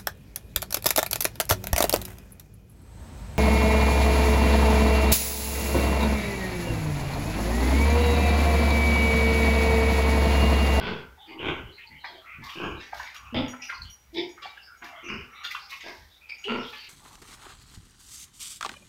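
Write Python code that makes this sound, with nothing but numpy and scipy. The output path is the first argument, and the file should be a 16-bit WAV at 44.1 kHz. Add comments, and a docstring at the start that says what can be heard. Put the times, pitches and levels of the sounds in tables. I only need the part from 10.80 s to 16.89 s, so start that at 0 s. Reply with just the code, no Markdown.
"""A concrete pen, where pigs root in a muddy puddle a few steps away.
They grunt about once a second, slack tissue flapping through throat and snout, some with a nasal hum.
Between the grunts their mouths suck and smack, bubbles pop, mud squelches and water splashes.
Something of metal, perhaps a drinker valve, squeals thinly now and then. The bare walls ring with
it all, over a bed of low rumble and faint hiss."""
import sys
import numpy as np
from scipy import signal
from scipy.fft import rfft, irfft, next_fast_len
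from scipy.io import wavfile
from scipy.ndimage import uniform_filter1d

SR = 44100
rng = np.random.default_rng(int(sys.argv[2]) if len(sys.argv) > 2 else 0)


def log_audio(samples):
    """Write samples as a 16-bit WAV file to the path given in sys.argv[1]."""
    # one column per channel
    frames = np.atleast_2d(samples).T
    # limit to full scale, then quantise
    limited = np.clip(frames, -1, 1)
    pcm = np.round(limited * 32767).astype(np.int16)
    wavfile.write(sys.argv[1], SR, pcm)


N = 268436
TIME = np.arange(N) / SR

# Swells of low rumble. Each row: peak time in seconds, level in dB.
RUMBLE_SWELLS = [(.07, -44), (.306, -53), (.7, -42), (.843, -43), (1.15, -62), (1.616, -49.5), (1.937, -43),
                 (2.196, -54.5), (2.47, -53), (2.59, -49), (3.046, -45), (3.32, -57.5), (4.39, -47),
                 (5.232, -56), (5.835, -64)]
# Tone colours of the rumble and the hiss. 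Each row: frequency in Hz, gain in dB.
RUMBLE_EQ = [(15, -22), (35, -15.5), (65, 5), (100, -8.5), (150, -15), (300, -31), (900, -87)]
HISS_EQ = [(150, 6.5), (600, 5.5), (2000, 5), (6000, -2), (9500, -7), (13000, -2), (15500, -2.5)]
# The ring of the concrete walls. Each row: frequency in Hz, seconds to die away by 60 dB.
WALL_DECAY = [(100, 0.33), (400, 0.33), (1500, 0.49), (4000, 0.24), (8000, 0.66), (15000, 0.13)]
# Thin metallic squeals. Each row: start and length in seconds, lower and upper tone's gain in dB.
SQUEALS = [(1.83, 0.091, -82, -66.5), (2.182, 0.093, -71, -63), (2.363, 0.025, -64, -58.5),
           (2.68, .054, -60.5, -54.5), (2.835, 0.077, -63, -75), (3.099, 0.05, -60, -70),
           (3.49, 0.059, -71, -64), (3.967, 0.16, -79, -69.5), (4.513, 0.13, -76.5, -94),
           (4.636, 0.033, -65, -57), (5.581, 0.074, -73, -61.5)]
# The metal's partials, a list for the lower tone and one for the upper. 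Each pair: Hz, gain in dB.
METAL_PARTIALS = [
    [(5757, 10), (10551, -4.5), (13458, -3)],
    [(6680, 2), (7998, -19)],
]
# Spray thrown up by snouts and trotters. Each row: start in seconds, gain in dB, decay in seconds.
SPLASHES = [(1.629, -52, 0.095), (1.689, -53.5, 0.074), (2.135, -52, 0.096), (2.345, -48, 0.015),
            (3.339, -55, 0.03), (4.039, -51.5, 0.032), (4.643, -49.5, 0.04), (4.704, -46, 0.047),
            (4.892, -49, 0.078), (5.06, -58, 0.16), (5.838, -54, 0.24)]
# Tone colour of the spray. Each row: frequency in Hz, gain in dB.
SPRAY_EQ = [(1500, -37), (3500, 5), (5500, 1), (7500, -14.5), (9500, -18.5), (12500, -10), (15500, -16)]
# Pockets in the mud. Each row: resonance in Hz, gain in dB.
MUD_POCKETS = [(850, 2), (1400, -3.5), (2150, 7.5), (3100, -1.5)]
# Bubbles bursting at the lips. Each row: peak time in seconds, gain in dB, pitch in Hz.
POPS = [(1.245, -36, 1920), (2.134, -28.5, 826), (2.202, -30.5, 970), (3.021, -36.5, 4330),
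        (3.665, -42.5, 810), (4.714, -31.5, 2210), (4.751, -31.5, 1104), (5.5, -43, 2610),
        (5.523, -31, 2330)]
# Air sucked through the wet snout. Each row: start and length in seconds, gain in dB,
# resonance in Hz, glide in octaves.
SUCKS = [ (0.453, 0.11, -63.5, 4670, 0), (0.392, .12, -60.5, 3190, 0), (0.466, 0.096, -52, 2490, 0.56),
         (.48, 0.14, -55.5, 951, 0.38), (.572, 0.076, -44, 2797, -0.16), (.83, .12, -57, 3015, 0.069),
         (0.959, 0.11, -51, 2370, 0.73), (1.02, 0.16, -62, 892, 0), (1.053, .055, -57, 4420, -0.011),
         (1.091, 0.11, -53.5, 2088, 0.11), (1.134, 0.12, -59.5, 2990, 0.011),
         (1.385, 0.26, -56.5, 1330, .25), (1.437, 0.17, -49.5, 2260, 0.33),
         (1.581, .17, -51.5, 2010, -0.34), (1.602, .17, -49.5, 1041, 0.336),
         (2.366, 0.21, -56.5, 1214, 0.408), (2.435, 0.075, -56, 2640, -.2),
         (2.925, 0.069, -51.5, 4560, -.1), (3.028, .1, -59, 3130, -0.13), (3.852, .13, -54.5, 1464, -0.127),
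         (4.081, .15, -57.5, 658, 0), (4.06, 0.3, -55, 1251, 0.246), (4.117, 0.13, -54.5, 2040, 0),
         (4.22, 0.11, -46, 2490, 0.28), (4.226, 0.086, -58.5, 5970, 0.035),
         (4.446, 0.33, -55.5, 1255, -0.097), (4.478, 0.21, -56, 2365, 0.57), (4.766, .14, -56, 4700, 0.2),
         (5.174, 0.13, -67, 1876, 0.095), (5.283, 0.13, -64, 3690, 0), (5.55, .072, -65, 2680, 0.264),
         (5.808, 0.12, -49.5, 3340, -0.22), (5.932, .2, -53, 2567, -0.375), (5.936, .17, -54, 4390, -0.15)]
# Wet lip and tongue smacks. Each row: start in seconds, gain in dB, mouth resonance in Hz, upper
# resonance against the lower in dB, width as a share of frequency, rise and decay in seconds.
SMACKS = [ (.377, -57, 822, -16, 0.18, 0.0024, 0.12), (1.243, -37.5, 951, -0.5, 0.46, 0.0024, .02),
          (1.245, -46.5, 1900, 5, 0.52, 0.0051, 0.067), (1.683, -45.5, 2833, -40, 0.55, 0.012, 0.073),
          (1.998, -47, 2244, -4.5, 0.75, 0.0062, 0.079), (2.125, -44, 828, 3, 0.71, 0.0019, 0.066),
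          (2.198, -36.5, 1660, -39, 0.25, 0.0034, 0.017), (2.228, -46, 1954, -5, 0.59, 0.005, 0.065),
          (2.265, -44.5, 2122, -18, 0.36, 0.007, 0.04), (2.34, -45.5, 1357, 0, 0.41, .02, 0.028),
          (2.732, -41, 725, 11, 1, 0.0062, 0.014), (2.82, -40.5, 2624, -4.5, 0.27, 0.0027, 0.044),
          (2.893, -33, 1849, -18.5, 0.56, 0.0056, 0.017), (2.921, -40, 1155, -3, 0.44, 0.0063, 0.024),
          (3.017, -48, 4340, -37, 0.12, 0.0035, 0.03), (3.577, -50, 1470, -29, 0.55, 0.0029, .019),
          (3.622, -42.5, 1660, 6, .94, 0.0048, 0.055), (3.65, -40, 814, -9, 0.334, 0.01, 0.009),
          (3.772, -45, 1606, -6, 0.36, 0.0045, 0.0085), (4.02, -44.5, 1076, 3.5, .85, 0.005, 0.082),
          (4.641, -34, 1723, 4, 0.61, 0.0078, 0.028), (4.708, -35.5, 2264, -32, 0.48, 0.0062, 0.01),
          (4.748, -36.5, 1447, 0.5, .41, 0.0025, 0.021), (4.904, -39.5, 1148, 9.5, .46, 0.026, 0.023),
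          (5.007, -45, 2530, -12, .73, 0.0026, 0.038), (5.493, -42, 2398, -9, 0.129, 0.0037, 0.053),
          (5.641, -38, 2880, -42, 0.27, 0.0024, 0.056), (5.924, -44, 1281, 9.5, 1, 0.0089, 0.045)]
# The clean nasal hum inside some grunts. Each row: start, length and time to peak in seconds,
# level in dB, pitch in Hz.
HUMS = [(2.524, 0.093, .089, -21.5, 246.6), (2.645, .075, 0.029, -40, 254),
        (3.327, 0.177, 0.078, -32.5, 343.4), (5.651, 0.081, 0.029, -32, 408.4),
        (5.683, 0.15, 0.028, -30.5, 240.6)]
# Short closed-mouth grunts. Each row: start and length in seconds, level in dB, throat resonance in Hz.
SOFT_GRUNTS = [(0.457, 0.22, -48.5, 337), (0.864, 0.055, -53, 378), (1.089, 0.082, -59, 201),
               (1.287, 0.1, -58, 355), (1.265, 0.15, -58, 660), (1.577, 0.047, -47, 187),
               (3.613, 0.0518, -64, 486), (4.01, 0.061, -55, 295), (4.222, .08, -49, 328)]
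# Tone colour of air rushing out of the nose. Each row: frequency in Hz, gain in dB.
NOSTRIL_EQ = [(500, -31), (2000, -9), (6500, -7), (9000, -26), (15000, -28)]
# Throat and snout resonances, one list a grunt. Each entry: centre and width in Hz, gain in dB.
THROATS = [
    [(188, 174, 4.5), (396, 104, 6.5), (890, 570, -7), (1512, 150, -2.5), (2390, 1550, -11.5),
     (3290, 330, -8), (4460, 1500, -21)],
    [(164, 65, 1), (332, 195, 2.5), (887, 460, 1), (1475, 245, 1.5), (2350, 630, 1.5), (2960, 820, 0),
     (3470, 150, -8)],
    [(179, 63, 11.5), (319, 170, 11), (1010, 800, -9), (1550, 150, -5.5), (2510, 400, -7), (2875, 430, -8),
     (5000, 870, -36)],
    [(117, 56, -5.5), (264.6, 67, -0.5), (580, 360, -13.5), (786, 170, -4), (1290, 170, -8),
     (2180, 780, -9), (3274, 740, -4), (4880, 790, -20)],
    [(334, 98, 0), (896, 150, -11.5), (1810, 160, -15), (2230, 390, -7.5), (3370, 670, -8.5),
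     (3690, 260, -6), (4860, 1250, -18.5)],
    [(225, 100, 12), (368, 115, 10.5), (1110, 290, 2), (1500, 510, 2.5), (2410, 660, 5), (2853, 120, 8.5),
     (5000, 1000, -11.5)],
    [(360, 210, 15), (630, 89, 17), (905, 370, 6), (1600, 110, 12.5), (2070, 910, 5), (3090, 240, 1),
     (4970, 1600, -5.5)],
    [(230, 61, 11), (432, 190, 8.5), (955, 270, -7.5), (1374, 160, -3), (2470, 1370, -10.5),
     (2770, 210, -6.5), (4550, 330, -21)],
]
# Full grunts. Each row: start, length, time to chest peak and time to rasp peak in seconds,
# chest gain, rasp gain and swell up to the peak in dB, flaps per second, roughness (capped at 1).
GRUNTS = [ (0, .24, 0.12, 0.089, -32, -32.5, 4.5, 108, 0.62),
          (.592, .21, 0.097, 0.098, -28.5, -28.5, 16, 88.4, 0.55),
          (1.753, 0.25, 0.097, 0.095, -32.5, -32.5, 13, 91, 0.57),
          (2.543, 0.16, 0.047, 0.027, -26, -30, 5, 45, 1.02),
          (3.345, 0.11, 0.044, 0.038, -28.5, -29.5, 19, 59.7, .75),
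          (4.285, .165, .06, 0.018, -38, -33, 5, 105, .55),
          (5.034, .13, 0.036, 0.047, -42, -39, 12.5, 96, 0.59),
          (5.675, .19, 0.073, 0.03, -30, -28, 13.5, 117, 0.16)]


def amp(db):
    """Decibels to gain."""
    return 10 ** (np.asarray(db) / 20)


def unit_rms(x):
    """Scales to rms 1."""
    return x / np.sqrt(np.mean(x ** 2) + 1e-20)


def levelled(x, size=1500):
    """Rides the rms to 1 over a window of size samples, keeping the fine grain."""
    return x / np.sqrt(abs(uniform_filter1d(x ** 2, size)) + 1e-20)


def curve_at(points, hz):
    """Reads a curve on a log-frequency axis."""
    point_hz, value = np.transpose(points)
    return np.interp(np.log(hz + 1), np.log(point_hz + 1), value)


def add(mix, start, sound):
    """Lays a sound into the mix at start seconds."""
    part = mix[max(round(start * SR), 0):][:len(sound)]
    part += sound[:len(part)]


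def equalised(x, eq):
    """Shapes x with an EQ curve of (Hz, dB) points, at rms 1."""
    size = next_fast_len(len(x))
    gain = amp(curve_at(eq, np.fft.rfftfreq(size, 1 / SR)))
    return unit_rms(irfft(rfft(x, size) * gain, size)[:len(x)])


def resonate(x, hz, width_hz):
    """A steep resonance of gain 1 that may glide."""
    carrier = np.exp(2j * np.pi * np.cumsum(hz * np.ones(len(x))) / SR)
    r = np.exp(-np.pi * width_hz / SR)
    baseband = signal.lfilter([(1 - r) ** 2], [1, -2 * r, r * r], x / carrier + 1e-18)
    return 2 * (carrier * baseband).real


def wander(n, size):
    """Smooth random drift of rms 1 that changes over about size samples."""
    return unit_rms(uniform_filter1d(uniform_filter1d(rng.standard_normal(n), size), size))


def burst(rise, decay, lead=.03):
    """The pre-roll in seconds, and an envelope that swells out of nothing to 1 and dies away."""
    t = np.arange(-lead, rise + 6 * decay, 1 / SR) - rise
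    return lead, np.exp(np.minimum(t / (.5 * rise + 0.002), -t / decay))


def background(rumble_floor_db=-68, swell_s=0.058, hiss_db=-64):
    """The bed: low rumble that comes and goes, and a faint steady hiss."""
    swells = sum(amp(db) * np.exp(-((TIME - peak) / swell_s) ** 2) for peak, db in RUMBLE_SWELLS)
    rumble = levelled(equalised(rng.standard_normal(N), RUMBLE_EQ), size=2000)
    hiss = equalised(rng.standard_normal(N), HISS_EQ)
    return rumble * (amp(rumble_floor_db) + swells) + amp(hiss_db) * hiss


def wall_echo(send, predelay_s=0.004, build_s=0.0064):
    """Echoes of the concrete walls: sparse taps, each band dying at its own speed."""
    taps = rng.choice([-1., 1.], SR) * (rng.random(SR) < 2500 / SR)
    hz, t, bands = signal.stft(taps, SR, nperseg=256)
    decay = amp(-60 * t / curve_at(WALL_DECAY, hz)[:, None])
    tail = signal.istft(bands * decay, SR, nperseg=256)[1][:SR]
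    tail *= np.clip((TIME[:SR] - predelay_s) / build_s, 0, 1)
    return signal.fftconvolve(send, tail / np.linalg.norm(tail))[:N]


def squeal(start, length, lower_db, upper_db, sag_db=5, waver=0.0066):
    """Metal sings on a few partials that waver together, starting abruptly and sagging in level."""
    n = int(length * SR)
    wavering_time = np.cumsum(1 + waver * wander(n, size=120)) / SR
    tone = sum(amp(tone_db + db) * np.sin(2 * np.pi * hz * wavering_time)
               for tone_db, partials in zip((lower_db, upper_db), METAL_PARTIALS) for hz, db in partials)
    sag = amp(-sag_db * np.linspace(0, 1, n))
    return start, np.sqrt(2) * tone * sag * signal.windows.tukey(n, .1)


def crackle(n, per_s, spread_db, air):
    """Tiny films of water snapping, unequal in size, over a share of rushing air."""
    snaps = (rng.random(n) < per_s / SR) * rng.choice([-1, 1], n)
    sizes = amp(spread_db * np.minimum(rng.exponential(1, n), 4))
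    return unit_rms(snaps * sizes) + air * rng.standard_normal(n)


def splash(start, db, decay, rise_share=0.15, clumps_db=3.0):
    """A shower of fine droplets that land in clumps."""
    lead, envelope = burst(rise_share * decay, decay)
    drops = equalised(crackle(len(envelope), per_s=4100, spread_db=1.5, air=0.57), SPRAY_EQ)
    clumps = amp(clumps_db * wander(len(envelope), size=200))
    return start - lead, amp(db) * envelope * unit_rms(drops * clumps)


def gurgle(n, hz, width_hz, air, ring_cycles=40, per_s=50, count=10):
    """Bubbles of a few sizes ring again and again over rushing air, all inside one resonance."""
    ringing = np.zeros(n)
    centre_hz = np.mean(hz)
    for detune in (np.arange(count) + rng.random(count)) / count - .5:
        pitch = min(centre_hz * np.exp(detune * min(width_hz / centre_hz, 1)), SR / 3)
        r = np.exp(-pitch / ring_cycles / SR)
        kicks = (rng.random(n) < per_s / SR) * rng.standard_normal(n)
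        kicks[0] = rng.standard_normal()
        ringing += signal.lfilter([1], [1, -2 * r * np.cos(2 * np.pi * pitch / SR), r * r], kicks + 1e-18)
    rush = resonate(rng.standard_normal(n), hz, width_hz)
    return unit_rms(resonate(unit_rms(ringing) + air * unit_rms(rush), hz, 2 * width_hz))


def mud_squelch(mouths, relative_db=-15, follow=0.75, lumpy_db=5, width_share=0.23):
    """Mud squelches on while the snouts are busy, each pocket swelling in its own time."""
    mouth_power = uniform_filter1d(uniform_filter1d(mouths ** 2, 9000), 5000)
    busy = unit_rms(abs(mouth_power) ** (follow / 2))
    pockets = np.zeros(N)
    for hz, db in MUD_POCKETS:
        bubbles = gurgle(N, hz, width_share * hz, air=0.3, per_s=30, count=6)
        lumps = amp(lumpy_db * wander(N, size=2200))
        pockets += amp(db) * unit_rms(bubbles * lumps)
    return amp(relative_db) * np.std(mouths) * busy * unit_rms(pockets)


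def pop(peak, db, hz, ring_s=.002, chirp=0.023):
    """A bubble swells and bursts, its pitch rising a little."""
    t = np.arange(-4 * ring_s, 4 * ring_s, 1 / SR)
    tone = np.sin(2 * np.pi * hz * t * (1 + chirp * t / ring_s))
    return peak - 4 * ring_s, amp(db) * tone / np.cosh(t / ring_s) ** 2


def suck(start, length, db, hz, glide):
    """Air and water drawn through a gap whose resonance glides as the mouth moves."""
    n = int(length * SR)
    sweep_hz = hz * 2 ** (glide * np.linspace(-.5, .5, n))
    width_hz = (0.1356 + 0.676 * abs(glide)) * hz  # a mouth that moves more opens wider
    slurp = gurgle(n, sweep_hz, width_hz, air=0.98, count=5)
    return start, amp(db) * levelled(slurp) * signal.windows.tukey(n, .7)


def sips(per_s=4, length=0.11, gain_db=-58, low_hz=2240, high_hz=5630, glide_octaves=.03):
    """Rows of faint sucks at a loose, steady pace, each with its own pitch and glide."""
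    rows = []
    for slot, (late, pitch, direction) in enumerate(rng.random((int(per_s * N / SR), 3))):
        hz = low_hz * (high_hz / low_hz) ** pitch
        rows.append(((slot + late) / per_s, length, gain_db, hz, glide_octaves * (2 * direction - 1)))
    return rows


def smack(start, db, hz, upper_db, width_share, rise, decay, upper_ratio=2.05, spatter_db=-13):
    """Wet lips part: a dying gurgle in two resonances of the mouth, with a little spatter."""
    lead, envelope = burst(rise, decay)
    n, upper_hz = len(envelope), upper_ratio * hz
    lower = gurgle(n, hz, width_share * hz, air=.45)
    upper = gurgle(n, upper_hz, width_share * upper_hz, air=.45)
    spatter = unit_rms(resonate(crackle(n, per_s=650, spread_db=-0.5, air=0.11), hz, hz))
    mouth = lower + amp(upper_db) * upper + amp(spatter_db) * spatter
    return start - lead, amp(db) * levelled(mouth, size=700) * envelope


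def effort(t, peak, swell_db, fade_db=19):
    """One push of the chest in dB: it swells to 0 at time peak, then fades to the end."""
    before = np.clip(1 - t / peak, 0, 1)
    after = np.clip((t - peak) / max(t[-1] - peak, 1 / SR), 0, 1)
    return -swell_db * before ** 1.19 - fade_db * after ** 0.75  # the powers bend rise and fall


def hum(start, length, peak, db, hz, glide_octaves=0.13, waver=0.022, octave_db=-15):
    """A near-pure nasal tone with a weak octave; it creeps up in pitch, swelling and fading in one push."""
    t = np.arange(0, length, 1 / SR)
    push_db = effort(t, peak, swell_db=17.5)
    pitch = hz * 2 ** (glide_octaves * (t / length - .5)) * (1 + waver * wander(len(t), size=300))
    phase = 2 * np.pi * np.cumsum(pitch) / SR
    tone = unit_rms(np.sin(phase) + amp(octave_db) * np.sin(2 * phase))
    return start, tone * amp(db + push_db) * signal.windows.tukey(len(t), .06)


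def soft_grunt(start, length, db, hz, width_hz=130, flaps_per_s=110, jitter=0.312):
    """Uneven flaps heard through a single low resonance of the throat."""
    n = int(length * SR)
    cycles = np.cumsum(flaps_per_s * np.exp(jitter * wander(n, size=250))) / SR
    knocks = np.diff(cycles.astype(int), prepend=-1)
    return start, amp(db) * levelled(resonate(knocks, hz, width_hz)) * signal.windows.tukey(n, .5)


def formant(x, hz, width_hz):
    """A steep-sided resonance of the throat, with dark valleys around it."""
    stage_width = np.sqrt(2) * width_hz
    return resonate(resonate(x, hz, stage_width), hz, stage_width)


def grunt(start, length, chest_peak, rasp_peak, chest_db, rasp_db, swell_db, flaps_per_s, rough, throat,
          split_hz=700, chest_trim_db=-2.0, rasp_trim_db=-1.5, nostril_db=-30):
    """Slack tissue flaps unevenly; each flap sends a knock and a puff of air through throat and snout."""
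    t = np.arange(0, length, 1 / SR)
    chest_push = chest_db + chest_trim_db + effort(t, chest_peak, swell_db)
    rasp_push = rasp_db + rasp_trim_db + effort(t, rasp_peak, swell_db)
    rough = np.clip(rough, 0, 1)
    cycles = np.cumsum(flaps_per_s * np.exp(rough * wander(len(t), size=250))) / SR
    flap = cycles.astype(int)
    strength = amp(3 * rng.standard_normal(SR)[flap])  # each flap has its own weight
    airflow = .25 + np.exp(-(cycles % 1) / .45)
    knocks = unit_rms(np.diff(flap, prepend=0) * strength)
    puffs = unit_rms(airflow * strength * rng.standard_normal(len(t)))
    # the jaw opens with effort and lifts the resonances
    jaw = 1 + 0.0044 * (chest_push - chest_push.mean()) + 0.033 * wander(len(t), size=1200)
    # the chest takes more of the knocks, the snout more of the air
    chest_drive = (1 - rough ** 2) * knocks + rough ** 2 * puffs
    snout_drive = (1 - rough) * knocks + rough * puffs
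    chest = sum(amp(db) * resonate(chest_drive, hz * jaw, width)
                for hz, width, db in throat if hz < split_hz)
    snout = sum(amp(db) * formant(snout_drive, hz * np.sqrt(jaw), width)
                for hz, width, db in throat if hz >= split_hz)
    rasp = levelled(snout, size=800) + amp(nostril_db) * equalised(puffs, NOSTRIL_EQ)
    voice = levelled(chest) * amp(chest_push) + rasp * amp(rasp_push)
    return start, voice * signal.windows.tukey(len(t), .03)


def scene():
    """Voices, hums, wet sounds and metal, each bus with its own send to the walls, over the bed."""
    voices, hums, wet, metal = np.zeros((4, N))
    for row, throat in zip(GRUNTS, THROATS):
        add(voices, *grunt(*row, throat))
    for bus, source, rows in ((voices, soft_grunt, SOFT_GRUNTS), (hums, hum, HUMS)):
        for row in rows:
            add(bus, *source(*row))
    for source, rows in ((smack, SMACKS), (suck, SUCKS + sips()), (pop, POPS), (splash, SPLASHES)):
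        for row in rows:
            add(wet, *source(*row))
    for row in SQUEALS:
        add(metal, *squeal(*row))
    wet = amp(3.5) * wet + mud_squelch(wet)
    echo = wall_echo(amp(-1.5) * voices + amp(-5.5) * hums + amp(-6.0) * wet + amp(-5) * metal)
    return (voices + hums + wet + metal + echo + background())[None]


def record(dry):
    """A steep high cut at 15750 Hz takes the very top off the mix."""
    high_cut = signal.firwin(511, 15750, window=("kaiser", 9), fs=SR)
    return signal.oaconvolve(dry, high_cut[None], "same")


dry = scene()
out = record(dry)
log_audio(out)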